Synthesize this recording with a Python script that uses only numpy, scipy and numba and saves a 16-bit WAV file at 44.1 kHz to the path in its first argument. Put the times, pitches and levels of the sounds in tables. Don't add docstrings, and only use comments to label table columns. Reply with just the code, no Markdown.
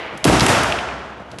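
import sys
import numpy as np
from scipy import signal
from scipy.fft import rfft, irfft
from scipy.io import wavfile
from scipy.ndimage import uniform_filter1d
from numba import njit

SR = 44100
rng = np.random.default_rng(int(sys.argv[2]) if len(sys.argv) > 2 else 0)


def persist_wave(psi):
    counts = np.round(np.clip(psi, -1, 1) * 32767).astype(np.int16)
    wavfile.write(sys.argv[1], SR, np.atleast_2d(counts).T)


N = 61739

# band centre in Hz, relative starting level in dB, t60 in seconds.
ROOM_BANDS = [(30, -31, 1.2), (63, 0, 1.07), (130, -2, 1.31), (300, -1.5, 1.43), (516, -2.5, 1.58),
              (662, 2, 1.64), (880, -2, 1.65), (1360, -3.5, 1.8), (2300, -8.5, 1.505), (2980, -9.5, 1.474),
              (4150, -15, 1.18), (5230, -14, 1.08), (8060, -16.5, 0.79), (11800, -20.5, 0.47)]


def undb(db):
    return 10 ** (np.asarray(db) / 20)


def unit(x):
    return x / np.sqrt(np.mean(x ** 2))


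def fade(t60):
    return np.exp(-np.log(1000) * np.arange(N) / SR / max(t60, 1 / SR))


def at(x, start_s):
    return np.concatenate([np.zeros(max(int(start_s * SR), 0)), x])[:N]


def octaves():
    return np.log2(np.maximum(np.arange(N // 2 + 1) * SR / N, 1))


def colour(points):
    p = np.array(points)
    return undb(np.interp(octaves(), np.log2(p[:, 0]), p[:, 1]))


def hump(at_octave, hz, width):
    return 1 / (1 + ((at_octave - np.log2(hz)) / width) ** 2)


def noise(gain):
    return unit(irfft(rfft(rng.standard_normal(N)) * gain, N))


def burst(gain, t60):
    envelope = fade(t60)
    strike = rfft(rng.standard_normal(N) * envelope)
    cepstrum = irfft(np.log(gain + 1e-6), N)
    tone = np.exp(rfft(cepstrum * (1 + np.sign(np.fft.fftfreq(N)))))
    hit = irfft(strike / np.abs(strike) * tone, N)
    hit[N // 2:] = 0
    return unit(hit) * np.sqrt(np.mean(envelope ** 2))


def room_tail(spectrum):
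    wash = rfft(noise(colour(spectrum)))
    centres = np.log2([hz for hz, _, _ in ROOM_BANDS])
    tail = 0
    for solo, (_, _, t60) in zip(np.eye(len(ROOM_BANDS)), ROOM_BANDS):
        band = irfft(wash * np.interp(octaves(), centres, solo), N)
        tail += band * fade(t60)
    return tail


def earlier_play(level_db=-28):
    # frequency in Hz, relative level of the lingering reverb in dB.
    tail_eq = [(30, -16), (60, -2), (130, -12), (350, 1.5), (800, 1), (1400, -1.5), (2200, 0), (3100, -6),
               (4200, -16), (6000, -26), (8000, -36), (12000, -40)]
    return undb(level_db) * room_tail(tail_eq)


def rolling(level_db=-39, bumps_hz=25, bumps_db=3):
    # frequency in Hz, relative level of the rumble in dB.
    rumble_eq = [(30, -41), (65, 0.5), (150, 1), (300, -0.5), (700, -1), (1400, -9.5), (3000, -20),
                 (6000, -31), (12000, -43.5)]
    bumps = noise(1 / (1 + (2 ** octaves() / bumps_hz) ** 2))
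    return undb(level_db + bumps_db * bumps) * noise(colour(rumble_eq))


def clack(hz, width, t60, resonance_width_hz=75, steepness=1.2):
    # resonance of the plastic in Hz, boost in dB.
    plastic = [(1250, 4), (1900, 6), (2320, 4.5), (2730, 8), (3300, 7.5), (3900, 4), (4750, 5), (5250, 4),
               (5950, 5.5), (7550, 2.5), (8750, 1.5), (10200, 9.5)]
    pitch = octaves()
    ring = 1 + sum((undb(db) - 1) / (1 + ((2 ** pitch - peak_hz) / resonance_width_hz) ** 2)
                   for peak_hz, db in plastic)
    return burst(ring * hump(pitch, hz, width) ** steepness, t60)


def clacks():
    # start in seconds, level in dB, brightest frequency in Hz, width in octaves,
    # t60 in seconds.
    contacts = [(0.175, -34, 6370, 1, 0.027), (0.2426, -7.5, 4200, 1.1, 0.017),
                (0.2494, -13, 9000, 3, 0.023), (0.2789, -8.5, 1600, 1.3, 0.01),
                (.2845, -7.5, 1200, 0.56, .014), (0.3967, -6.5, 3700, 1.0, 0.012),
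                (0.4064, -9, 4540, 0.44, 0.033), (0.41, -11.5, 1460, 0.99, 0.028),
                (.4640, -10, 7960, 0.36, 0.013), (0.465, -7.5, 2530, 0.76, 0.014),
                (0.6337, -16, 5500, 1.9, 0.014), (.6365, -17, 1190, 0.28, 0.014),
                (.6440, -10, 1230, 0.43, 0.019), (0.7218, -11.5, 2568, 0.47, 0.021),
                (0.7871, -18, 2680, 0.39, 0.026), (.8870, -24, 2500, 0.27, 0.017),
                (0.9108, -27, 2280, 0.33, 0.017), (1.3146, -37, 4000, 0.8, 0.038),
                (1.3859, -27.5, 2850, 1.8, 0.042)]
    return sum(undb(db) * at(clack(hz, width, t60), start) for start, db, hz, width, t60 in contacts)


def room_echoes(predelay_s=0.013, build_s=0.0047):
    # start of the blow in seconds, reverb level in dB.
    sends = [(.1757, -45.5), (.2440, -12), (.2780, -18), (0.4065, -17.5), (.4660, -13), (0.6336, -27.5),
             (0.7227, -37.5), (1.3145, -54), (1.3859, -44)]
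    bloom = 1 - np.exp(-np.arange(N) / SR / build_s)
    return sum(undb(db) * at(room_tail(ROOM_BANDS) * bloom, start + predelay_s) for start, db in sends)


def cabinet(ring_db=-6.5, rise_cycles=1.3, detune=0.0017, thud_steepness=1.51):
    # start in seconds, level in dB, strongest frequency in Hz, width in octaves,
    # t60 of the thud in seconds.
    blows = [(.2430, -19.5, 710, 0.51, 0.082), (.2535, -1.5, 325, 1.21, 0.046),
             (.2600, -4.5, 127, 0.68, 0.078), (0.285, -8, 66.6, 0.59, 0.1), (.2970, -7.5, 604, 0.96, 0.127),
             (.3250, -11.5, 176, 1.1, 0.11), (.4160, -11, 173, 1.7, 0.18), (0.488, -23, 131, 1.2, 0.22)]
    # cabinet mode in Hz, relative level in dB, t60 in seconds.
    modes = [(65.2, -4, 1.69), (110.5, -18, 0.35), (123.5, -11, 1.11), (189, -7.5, 0.59), (233.5, -3, 0.73),
             (292.2, -4, 0.43), (317, -6, 0.65), (360.4, -16.5, .7), (386, -12, 0.87), (494, -7.5, 0.59),
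             (606, -5.5, 0.95), (639.6, -6.5, 0.26)]
    t = np.arange(N) / SR
    out = 0
    for start, db, centre_hz, width, thud_t60 in blows:
        ring = 0
        for hz, mode_db, t60 in modes:
            detuned_hz = hz * (1 + detune * rng.standard_normal())
            attack = 1 - np.exp(-t * hz / rise_cycles)
            strength = undb(mode_db) * hump(np.log2(hz), centre_hz, width)
            ring += strength * attack * fade(t60) * np.sin(2 * np.pi * detuned_hz * t)
        thud = burst(hump(octaves(), centre_hz, width) ** thud_steepness, thud_t60)
        out += undb(db) * at(thud + undb(ring_db) * ring, start)
    return out


def chatter(start_s=0.275, t60=1, knocks_per_s=77, level_db=-19):
    triggers = rng.random(N) < knocks_per_s / SR
    knocks = triggers * (2 * rng.random(N) - 1) * fade(t60)
    rattle = signal.fftconvolve(knocks, clack(hz=1700, width=0.99, t60=0.018))
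    return undb(level_db) * at(rattle, start_s)


def scene():
    hits = clacks() + cabinet() + chatter()
    return (hits + room_echoes() + earlier_play() + rolling())[None]


@njit
def peak_follower(x, release):
    out, level = np.empty(len(x)), 0.
    for i in range(len(x)):
        level = max(abs(x[i]), level * release)
        out[i] = level
    return out


def record(dry, low_cut_hz=41, limit_db=-2.5, release_s=0.045, high_cut_hz=11750):
    low_cut = signal.butter(3, low_cut_hz, "high", fs=SR, output="sos")
    high_cut = signal.ellip(10, .2, 80, high_cut_hz, fs=SR, output="sos")
    mic = signal.sosfilt(low_cut, dry)
    peaks = peak_follower(mic[0], np.exp(-1 / (release_s * SR)))
    ducking = np.minimum(1, undb(limit_db) / (peaks + 1e-9))
    limited = mic * uniform_filter1d(ducking, size=64)
    return signal.sosfilt(high_cut, limited)


dry = scene()
out = record(dry)
persist_wave(out)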